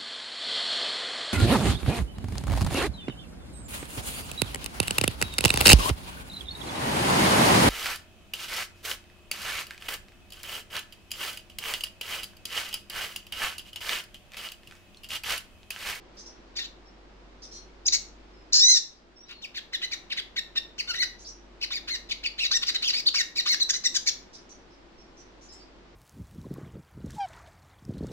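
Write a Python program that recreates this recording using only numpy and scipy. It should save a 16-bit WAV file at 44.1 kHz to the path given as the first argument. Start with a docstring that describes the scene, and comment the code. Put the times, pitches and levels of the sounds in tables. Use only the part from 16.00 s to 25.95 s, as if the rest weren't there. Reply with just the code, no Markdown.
"""In a small hard-walled room, a caged sunbird sings close to a camera: a rustle of wings, a few calls with one
loud rasping cheep, then a twitter that grows quicker and louder. Its chips, arching slurs, scratchy rasps and
winding calls are harmonics of one syrinx, shaped by throat and gape, sliding between clean tone and noise.
Other small birds chirp farther off as thin sets of lines, heard mostly through the room's echoes.
Shaped noise makes a low rush of air, and a wavering sine makes a motor's hum."""
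import sys
import numpy as np
from scipy import signal
from scipy.fft import rfft, irfft, next_fast_len
from scipy.io import wavfile
from scipy.ndimage import uniform_filter1d, map_coordinates

SR = 44100
rng = np.random.default_rng(int(sys.argv[2]) if len(sys.argv) > 2 else 0)


def inscribe(sig):
    """Save sig as 16-bit PCM at rate SR to the path in sys.argv[1].

    A 1-D sig is mono; a 2-D sig holds one channel per row.
    Samples are clipped to [-1, 1] before scaling.
    """
    pcm = np.round(np.clip(np.atleast_2d(sig).T, -1, 1) * 32767)
    wavfile.write(sys.argv[1], SR, pcm.astype(np.int16))


N = 438794


def amp(db):
    """Decibels to gain."""
    return 10 ** (np.asarray(db) / 20)


def unit(x):
    """Scale to rms 1."""
    return x / np.sqrt(np.mean(x ** 2) + 1e-20)


def along(points, hz):
    """Read (Hz, value) points on a log axis."""
    f, v = np.transpose(points)
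    return np.interp(np.log(np.abs(hz) + 1), np.log(f + 1), v)


def curves(rows, t):
    """Each column after the time, read at the times t."""
    s, *cols = np.transpose(rows)
    return [np.interp(t, np.sort(s), c) for c in cols]


def wobble(rate, size):
    """A smooth random curve with rate knots a second."""
    knots = rng.standard_normal(int(size * rate / SR) + 4)
    return map_coordinates(knots, [np.arange(size) * rate / SR])


def filtered(x, response):
    """x times a complex response of frequency."""
    m = next_fast_len(N + SR // 2)
    spectrum = rfft(x, m) * response(np.fft.rfftfreq(m, 1 / SR))
    return irfft(spectrum, m)[..., :N]


def add(track, t, sound):
    """Mix a sound into a track at its times."""
    track[round(t[0] * SR):][:len(t)] += sound


def partial(phase, rough, rasp_rate):
    """One line of a voice; chaotic vibration spreads the rough share of it into a band."""
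    rough = np.clip(rough, 0, 1)
    chaos = wobble(rasp_rate, len(phase)) * np.sin(phase) + wobble(rasp_rate, len(phase)) * np.cos(phase)
    return np.sqrt(2 * (1 - rough ** 2)) * np.sin(phase) + rough * chaos


# Colour of the rushing air. Each row: frequency in Hz, relative level in dB.
AIR_COLOUR = [(25, -1), (120, -9.5), (265, -3.5), (305, -4.5), (345, 1), (400, -6), (950, -11), (5000, -23),
              (7500, -34.5), (10000, -50.5), (15000, -61)]
# How alike the air is left and right. Each row: frequency in Hz, likeness 0-1.
AIR_LIKENESS = [(60, 0.58), (300, 0.79), (700, 0.23), (1400, 0)]
# Swells of the motor. Each row: time in seconds, hum level in dB.
HUM_LEVEL = [(0, -60), (1.2, -54.5), (2.2, -54), (2.9, -62), (4, -61.5), (5.3, -55.5), (6.4, -55.5),
             (7.3, -66), (9.95, -58.5)]


def background(air_db=-53.5, drift_db=.4, hum_hz=48.8, waver_hz=0.51):
    """Air rushes softly, alike on both sides only in the bass; a motor hums under it."""
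    def colour(hz):
        turn = np.arccos(np.clip(along(AIR_LIKENESS, hz), -1, 1)) / 2
        return amp(along(AIR_COLOUR, hz)) * [np.cos(turn), np.sin(turn)]

    mid, side = filtered(rng.standard_normal((2, N)), colour)
    air = amp(air_db + drift_db * wobble(2.6, N)) * unit(np.array([mid + side, mid - side]))
    hum_pitch = hum_hz + waver_hz * wobble(6.3, N)
    hum = unit(np.sin(2 * np.pi * np.cumsum(hum_pitch) / SR))
    return air + amp(curves(HUM_LEVEL, np.arange(N) / SR)[0]) * hum


def hop(start=0.14, length=0.048, wing_db=-53, wing_top_hz=3000, perch_hz=200, perch_db=-57, perch_t60=0.45):
    """The bird turns round: a soft flick of the wings, then its feet bump the perch."""
    wings, t = np.zeros(N), np.arange(SR // 2) / SR
    flick = np.sin(np.pi * np.minimum(t / length, 1))
    add(wings, start + t, flick * rng.standard_normal(len(t)))
    track = amp(wing_db) * filtered(wings, lambda hz: 1 / (1 + (hz / wing_top_hz) ** 2))
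    bump = amp(perch_db - 60 * t / perch_t60) * np.sin(2 * np.pi * perch_hz * t)
    add(track, start + length / 2 + t, bump)
    return track


# Birds farther off. Each row: start in seconds, length in seconds, level in dB before the layer's trim,
# average pitch in Hz (roughly), rise to the crest as a share of the pitch (negative dips),
# roughness (the bands are fully rough from 1, side lines keep growing).
FAR_CHIRPS = [(.168, 0.054, -47.5, 5520, 0.11, 0.96), (.258, 0.025, -45, 5570, 0.051, 0.63),
              (.85, 0.039, -61.5, 5340, 0.04, 0.4), (1.42, 0.038, -45, 5440, 0.042, 0.95),
              (1.51, 0.071, -46.5, 5720, 0.06, 0.75), (1.52, 0.072, -50.5, 4233, 0.03, 0.42),
              (2.33, 0.1, -63, 5190, 0.026, 0), (3.16, 0.085, -52, 5570, 0.051, 0.05),
              (3.235, 0.068, -61, 3870, 0.1, 0.2), (3.33, 0.058, -52, 4320, -0.027, 0.2),
              (5.185, 0.057, -53, 5920, 0.1, 1.1), (5.246, 0.06, -43, 5400, 0.27, 0.54),
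              (8.33, 0.038, -47.5, 5510, -0.003, 1.2), (8.49, 0.041, -51, 5960, -0.015, 0.75),
              (8.98, 0.046, -61, 5500, 0.016, 0.5), (9.168, 0.056, -55, 5800, 0.05, 0.6),
              (9.41, 0.058, -57, 6120, 0.088, 1.1), (9.485, 0.066, -50, 5220, 0.059, 0.37),
              (9.52, 0.024, -55.5, 7250, 0.065, 1.05)]
# Lines of a far chirp. Each row: multiple of its pitch, relative level in dB (side lines: at roughness 1).
FAR_CHIRP_LINES = [(0.752, -6.5), (1, 3.5), (1.248, -12), (1.649, -20)]


def far_birds(trim_db=-7, crest=0.87, count=14, faint_s=0.054, faint_db=-62, faint_hz=5100,
              faint_octaves=0.24, faint_rise=0.015, faint_rough=0.56):
    """Thin chirps bend up to a crest or dip, swelling and fading; fainter ones come at random."""
    chirps = np.zeros(N)
    faint = []
    for when, tune in rng.random((count, 2)):
        start = when * (N / SR - 2 * faint_s)
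        hz = faint_hz * 2 ** (faint_octaves * (tune - .5))
        faint.append((start, faint_s, faint_db, hz, faint_rise, faint_rough))
    for start, length, db, hz, rise, rough in list(FAR_CHIRPS) + faint:
        t = np.arange(start, start + length, 1 / SR)
        u = np.linspace(0, 1, len(t))
        pitch = hz * (1 + rise * (1 / 3 - (1 - u / crest) ** 2))
        phase = 2 * np.pi * np.cumsum(pitch) / SR
        voice = 0
        for multiple, line_db in FAR_CHIRP_LINES:
            share = 1 if multiple == 1 else abs(rough)
            voice = voice + amp(line_db) * share * partial(multiple * phase, rough, 1700)
        add(chirps, t, amp(db + trim_db) * np.abs(np.sin(np.pi * u)) ** 0.27 * voice)
    return chirps


# How wide the beak stands, here and in the syrinx. Each row: time in seconds, gape 0-1.
BEAK_GAPE = [(0.6, 0.3), (1.87, 0.72), (1.95, 0.5), (2.6, 0.92), (3.3, 0), (5.8, 0), (6.5, 0.2),
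             (7.4, 0.14), (7.9, 0.33)]


def sunbird(notch_hz=3280, notch_width_hz=140, open_width_hz=210, notch_db=-6, open_notch_db=-20,
            low_cut_hz=880):
    """Every gesture is sung by the same syrinx; a notch in its timbre deepens and widens as the beak opens."""
    song = np.zeros(N)
    gestures = [call(rows) for rows in WINDING_CALLS.values()]
    gestures += [rasp(*row) for row in RASP_NOTES]
    gestures += [chip(*row) for row in CHIP_NOTES]
    gestures += [slur(*row) for row in SLUR_NOTES]
    for t, *controls in gestures:
        add(song, t, syrinx(t, *controls))
    gape = np.clip(curves(BEAK_GAPE, np.arange(N) / SR)[0], 0, 1)
    song += (1 - gape) * hiss(gestures)
    depth_db = np.array([[notch_db], [open_notch_db]])
    width_hz = np.array([[notch_width_hz], [open_width_hz]])

    def timbre(hz):
        notch = amp(depth_db * np.exp(-((hz - notch_hz) / width_hz) ** 2 / 2))
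        return notch * (1 - 1 / (1 + (hz / low_cut_hz) ** 6))

    closed, wide = filtered(song, timbre)
    return (1 - gape) * closed + gape * wide


# Half-open times of the syrinx: before a note starts, and after it ends.
ATTACK_S, RELEASE_S = 0.0077, 0.0021


def stroke(start, length):
    """The times of a note, and how far through it they are (0-1)."""
    t = np.arange(start - ATTACK_S, start + length + RELEASE_S, 1 / SR)
    return t, np.clip((t - start) / length, 0, 1)


def valve(t):
    """The syrinx opens at the start of a note and shuts at its end."""
    opening = np.minimum((t - t[0]) / ATTACK_S, (t[-1] - t) / RELEASE_S) / 2
    return np.sin(np.pi / 2 * np.clip(opening, 0, 1)) ** 2


# Overall colour of the sung notes, strongest from 1 to 4 kHz, thin in the treble.
# Each row: frequency in Hz, relative level in dB.
SONG_COLOUR = [(600, -27), (1150, 11), (1600, 3.5), (2050, 6), (2900, 8), (3900, 5), (6000, -2.5),
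               (7500, -11), (8800, -23.5), (11500, -19.5), (13800, -22)]


def syrinx(t, pitch, db, rough, throat_hz, jitter=.04, jitter_rate=380, quaver=.025, quaver_rate=130,
           throat_db=10, throat_octaves=0.33, flutter_db=3.5, rasp_rate=1100, doubling_db=-1.5,
           strain_db=0.5, gape_db=-30, gape_low_hz=3350, gape_high_hz=7900, gape_top=0.63,
           buzz_db=3.5, blur_hz=7500, voice_db=-0.04):
    """One note: harmonics of the syrinx sweep through the throat resonance, which lifts whichever is nearest."""
    orders = np.arange(2, 18)[:, None] / 2  # harmonics 1 to 8.5 in half steps
    # the less stable the vibration, the more its pitch shakes and its strength buzzes
    rough = np.clip(rough, 0, 1)
    shake = jitter * rough * wobble(jitter_rate, len(t))
    shake = shake + quaver * np.sqrt(rough) * wobble(quaver_rate, len(t))
    pitch = uniform_filter1d(pitch, size=70) * (1 + shake)
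    db = db + buzz_db * rough ** 2 * wobble(jitter_rate, len(t))
    hz = orders * pitch
    # period doubling, in a rough or strained voice, puts lines halfway between the harmonics
    strain = amp(np.minimum(db - strain_db, 0))
    source = np.where(orders % 1, amp(doubling_db) * np.maximum(rough, strain), 1)
    throat = throat_db * np.exp(-(np.log2(hz / throat_hz) / throat_octaves) ** 2 / 2)
    # a wide-open beak gathers the voice into one band and sheds the partials outside it
    outside = 1 / (1 + (hz / gape_low_hz) ** 20) + gape_top / (1 + (gape_high_hz / hz) ** 20)
    shedding = gape_db * curves(BEAK_GAPE, t)[0] * outside
    colour = along(SONG_COLOUR, hz)
    flutter = flutter_db * np.array([wobble(140, len(t)) for _ in orders])
    weights = source * amp(throat + colour + shedding + flutter) * (hz < SR / 2)
    weights /= np.linalg.norm(weights, axis=0)  # timbre leaves the loudness alone
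    # the highest harmonics blur into noise even in a clear note
    blurred = rough + (1 - rough) / (1 + (blur_hz / hz) ** 6)
    phases = 2 * np.pi * np.cumsum(hz, axis=1) / SR
    lines = [partial(phase, blur, rasp_rate) for phase, blur in zip(phases, blurred)]
    return amp(db + voice_db) * valve(t) * np.sum(weights * lines, axis=0)


# Colour of the air rushing through a rasping syrinx. Each row: frequency in Hz, relative level in dB.
HISS_COLOUR = [(400, -24), (900, 8), (2600, 12.5), (6800, -5), (8800, -24.5), (15000, -9.5)]


def hiss(gestures, level_db=-15):
    """Turbulent air adds a broad noise to the voice wherever it rasps."""
    air = np.zeros(N)
    for t, _, db, rough, _ in gestures:
        add(air, t, amp(db + level_db) * rough ** 2 * valve(t) * rng.standard_normal(len(t)))
    return filtered(air, lambda hz: amp(along(HISS_COLOUR, hz)))


def swell(u, loudest, rise_db, fade_db):
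    """Effort in dB: it moves to its loudest moment, then fades; a negative rise starts loud instead."""
    return np.interp(u, [0, np.clip(loudest, .05, .95), 1], [-rise_db, 0, -fade_db])


def clearing(u, rough, onset, clear_by, break_from, ending):
    """A note starts as a rasp, clears to its own roughness and frays again at the end."""
    return np.interp(u, np.sort([0, clear_by, break_from, 1]), [onset, rough, rough, ending])


# Calls that slide between tone and rasp, by name. Each row: time in seconds, pitch in Hz, level in dB,
# roughness (the voice is fully rough from 1, the hiss keeps growing), throat resonance in Hz.
WINDING_CALLS = { "scratch": [(.557, 1775, -41.5, 0.7, 3570), (.57, 2300, -32.5, 1.03, 4740),
                 (.581, 2590, -35, 0.5, 5070), (.593, 1852, -27.5, 0.64, 3400),
                 (.607, 1830, -36, 0.6, 3500), (.662, 1710, -38, 0.88, 3230)],
                 "whistle": [(1.857, 2380, -32.5, 0.54, 4870), (1.864, 2560, -21.5, 0.2, 5230),
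                 (1.8689, 3355, -21, 0.08, 6620), (1.875, 2970, -23.5, 0.11, 6000),
                 (1.8785, 3470, -20, .05, 6700), (1.8825, 2620, -20, 0.1, 5200),
                 (1.8865, 1820, -14, 0.1, 3930)], "squawk": [(1.924, 1965, -21, 0.9, 4400),
                 (1.931, 2033, -21, 0.9, 5800), (1.942, 2320, -21.5, 0.75, 7300),
                 (1.952, 2090, -21, 0.9, 6700), (1.96, 2210, -27, .7, 6700),
                 (1.973, 2150, -36.5, 0.7, 6540)], "cheep": [(2.528, 1712, -22, 1.2, 5400),
                 (2.539, 1705, -16, .75, 5820), (2.588, 1672, -15.5, 0.42, 5390),
                 (2.607, 1770, -16, 0.5, 5110), (2.626, 1900, -12, 0.15, 4770),
                 (2.648, 1964, -11.5, 0.03, 5200), (2.664, 2017, -13, 0.01, 6100),
                 (2.712, 2084, -8, 0.14, 6300), (2.733, 2003, -13.5, .38, 6400),
                 (2.777, 1842, -16, 0.5, 5700), (2.793, 1720, -29, 0.6, 5400)],
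                 "buzz": [(4.876, 1372, -37, 0.8, 3900), (4.893, 1480, -33.5, .25, 4300),
                 (4.906, 1490, -26.5, 0.06, 4600), (4.917, 1357, -30, .15, 4100),
                 (4.929, 1330, -50, 0.4, 3800), (4.945, 1878, -31, 0.6, 4000),
                 (4.966, 2016, -35.5, .45, 4230), (4.981, 1835, -35, 0.5, 3800),
                 (4.989, 1970, -31.5, .08, 4000), (5.008, 2198, -25.5, 0.1, 4320),
                 (5.022, 1988, -23.5, .15, 4860), (5.033, 1865, -21.5, .5, 4640),
                 (5.049, 2096, -35, 0.7, 4400)], "squeak": [(7.058, 3230, -32.5, 0.7, 4000),
                 (7.067, 4170, -19, .55, 4400), (7.072, 4760, -16.5, 0.2, 4600),
                 (7.083, 4020, -16.5, .45, 4070), (7.091, 2850, -22.5, 0.7, 3220)],
                 "churr": [(7.143, 1341, -23.5, 0.9, 4700), (7.153, 1870, -22.5, .75, 4940),
                 (7.168, 2795, -23, 0.7, 5100), (7.186, 2300, -23, .2, 4730), (7.2, 1975, -23, .22, 5800),
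                 (7.217, 1831, -18.5, .45, 5400)]}


def call(rows):
    """A call follows its own course of pitch, effort, roughness and throat."""
    t, _ = stroke(rows[0][0], rows[-1][0] - rows[0][0])
    return t, *curves(rows, t)


# Scratchy notes that never clear. Each row: start in seconds, length in seconds, loudest level in dB,
# mid-note pitch in Hz, throat resonance in Hz.
RASP_NOTES = [(3.287, 0.048, -39.5, 1635, 3600), (6.619, 0.02, -24, 1752, 3820),
              (6.818, 0.018, -29, 2080, 4100)]


def rasp(start, length, db, hz, throat_hz, sag=0.21, loudest=0.43, rise_db=7.5, fade_db=1, rough=.93):
    """Chaotic vibration throughout, on a slightly sagging pitch."""
    t, u = stroke(start, length)
    pitch = hz * (1 - sag * (u - .5))
    return t, pitch, db + swell(u, loudest, rise_db, fade_db), rough, throat_hz


# Short notes that flick up and fall. Each row: start in seconds, length in seconds, loudest level in dB,
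# top pitch in Hz, pitch the fall heads for in Hz, roughness once clear 0-1, throat resonance in Hz.
CHIP_NOTES = [(3.418, 0.041, -33, 3770, 2048, 0, 3680), (3.546, 0.048, -29.5, 2547, 1466, 0.3, 3847),
              (3.728, 0.034, -24, 2134, 1633, 0.1, 3680), (3.914, 0.031, -27, 2447, 1797, 0.23, 4800),
              (4.102, 0.034, -26.5, 3033, 1407, 0.2, 3480), (4.167, 0.035, -25, 2082, 1517, 0.21, 3380),
              (4.362, 0.035, -24.5, 2210, 1717, 0.12, 3770), (4.557, 0.03, -22.5, 1984, 1745, 0.19, 3880),
              (4.783, 0.029, -26, 3110, 1990, 0.1, 4630), (5.611, 0.039, -27, 3120, 1810, 0.4, 4270),
              (6.093, 0.036, -25.5, 3457, 1773, 0.4, 3870), (6.235, 0.04, -24, 3060, 2100, 0.4, 3230),
              (6.665, 0.04, -22.5, 2750, 1543, 0.7, 5100), (6.743, 0.026, -20, 2188, 1862, 0.6, 3950),
              (7.357, 0.053, -21, 2630, 1770, 0.12, 4180), (7.6, 0.034, -17.5, 4220, 3820, 0.2, 4810),
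              (7.691, 0.022, -18, 1950, 1520, 0.15, 6100), (7.839, 0.036, -18, 2150, 1777, 0.05, 5400),
              (7.944, 0.031, -18.5, 2000, 1476, 0.2, 6300), (8.063, 0.033, -17.5, 2394, 1552, 0.3, 5650)]


def chip(start, length, db, top_hz, end_hz, rough, throat_hz, top=.3, scoop=0.44, fall=.39, bend=1.59,
         loudest=0.73, rise_db=11, fade_db=5.5, fray=0.57):
    """The pitch flicks up to its top, then drops and levels out."""
    # top, fall and loudest are shares of the length; scoop is a share of the pitch
    t, u = stroke(start, length)
    up = top_hz * (1 - scoop * (1 - u / top) ** 2)
    down = end_hz + (top_hz - end_hz) * np.exp(-(np.abs(u - top) / fall) ** bend)
    pitch = np.where(u < top, up, down)
    rough = clearing(u, rough, onset=0.9, clear_by=0.64, break_from=0.87, ending=rough + fray)
    return t, pitch, db + swell(u, loudest, rise_db, fade_db), rough, throat_hz


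# Longer notes that arch. Each row: start in seconds, length in seconds, level at the note's peak moment in dB,
# start pitch in Hz, top pitch in Hz, end pitch in Hz, place of the top 0-1, swell in dB,
# roughness once clear 0-1, place where it frays 0-1, mid-note throat resonance in Hz.
SLUR_NOTES = [(3.816, 0.039, -27, 1422, 2006, 2065, 0.6, 5, 0.3, 0.9, 3480),
              (5.707, 0.077, -33, 992, 2482, 1744, 0.55, -3, 0.18, 1, 4150),
              (5.877, 0.087, -30, 942, 2137, 1854, 0.45, 2, 0.08, 0.7, 4320),
              (6.383, 0.086, -25, 1815, 2832, 1900, 0.4, 6.5, 0.3, .6, 3560),
              (6.512, 0.063, -22.5, 1274, 1920, 1833, 0.7, 1.5, 0.2, .9, 4800),
              (6.837, 0.073, -23, 2736, 3446, 1905, 0.3, 2, 0.25, .62, 4070),
              (6.93, 0.075, -28.5, 1920, 2510, 2306, 0.7, -2, 0.45, .7, 4200),
              (7.459, 0.089, -22, 983, 2158, 1790, 0.5, 4, 0.2, .75, 4650),
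              (7.734, 0.041, -28.5, 1753, 2076, 2000, 0.75, -0.5, 0.4, 0.8, 5530)]


def slur(start, length, db, start_hz, top_hz, end_hz, top, swell_db, rough, fray_from, throat_hz,
         climb_bend=1.7, throat_climb_octaves=0.46, loudest=0.74, fade_db=1.5):
    """The pitch climbs out of a rasp, arches over and sinks while the throat brightens and the note frays."""
    t, u = stroke(start, length)
    up = top_hz + (start_hz - top_hz) * np.abs(1 - u / top) ** climb_bend
    down = top_hz + (end_hz - top_hz) * np.sin(np.pi / 2 * (u - top) / (1 - top)) ** 2
    pitch = np.where(u < top, up, down)
    rough = clearing(u, rough, onset=.85, clear_by=0.51, break_from=fray_from, ending=0.69)
    throat = throat_hz * 2 ** (throat_climb_octaves * (u - .5))
    return t, pitch, db + swell(u, loudest, swell_db, fade_db), rough, throat


def direct(x, left_lead_ms, left_db):
    """Sound from one side reaches one microphone a little sooner and louder."""
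    sides = np.array([[.5], [-.5]])
    return amp(sides * left_db) * filtered(x, lambda hz: np.exp(2j * np.pi * hz * sides * left_lead_ms / 1000))


def close_pair(wet, alike=0.2, alike_hz=6000):
    """Two close microphones share part of each echo; the likeness is lost in the treble."""
    def spread(hz):
        turn = np.arccos(np.clip(alike, 0, 1) / (1 + (hz / alike_hz) ** 4)) / 2
        return np.array([np.cos(turn), np.sin(turn)])

    mid, side = filtered(wet, spread)
    return np.array([mid + side, mid - side])


# How long the walls ring. Each row: frequency in Hz, time to fall 60 dB in seconds.
ROOM_RING = [(2000, 0.34), (5500, 0.29), (13000, 0.33)]


def room(x, early_db, tail_db, early_t60=0.02):
    """Nearby surfaces answer with a short crackle of echoes, while the walls ring on."""
    hz, t, z = signal.stft(rng.standard_normal((2, SR // 2)), SR, nperseg=256)
    tail = signal.istft(z * amp(-60 * t / along(ROOM_RING, hz)[:, None]), SR, nperseg=256)[1]
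    # the fifth power leaves a few strong reflections among many weak ones
    early_fade = amp(-60 * np.arange(tail.shape[1]) / SR / early_t60)
    early = rng.standard_normal(tail.shape) ** 5 * early_fade
    answer = 0
    for db, part in [(early_db, early), (tail_db, tail)]:
        answer = answer + amp(db) * part / np.linalg.norm(part, axis=1, keepdims=True)
    delayed = np.pad(x, (SR // 800, 0))  # 1.25 ms before the first echo
    return signal.fftconvolve(delayed[None], answer, axes=1)[:, :N]


def scene():
    """The sunbird and its echoes come from a little left; the others are heard mostly through the room."""
    near, far = sunbird(), far_birds()
    echoes = close_pair(room(near, early_db=-4, tail_db=-6.5))
    song = direct(near + echoes, left_lead_ms=0.12, left_db=1.3)
    others = direct(far, left_lead_ms=-0.288, left_db=-1.5) + room(far, early_db=-2.5, tail_db=4.0)
    return background() + hop() + others + song


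def record(dry, threshold_db=-17.0, squeeze=0.59, recovery_db=4.0, top_hz=15750):
    """The camera cuts its gain at loud calls, recovers a few dB a second, and keeps nothing above its band."""
    power = np.abs(uniform_filter1d(np.mean(dry ** 2, axis=0), size=512))
    needed = squeeze * np.maximum(10 * np.log10(power + 1e-12) - threshold_db, 0)
    recovered = recovery_db * np.arange(N) / SR
    cut_db = np.maximum.accumulate(needed + recovered) - recovered
    return filtered(dry * amp(-cut_db), lambda hz: hz < top_hz)


dry = scene()
out = record(dry)
inscribe(out)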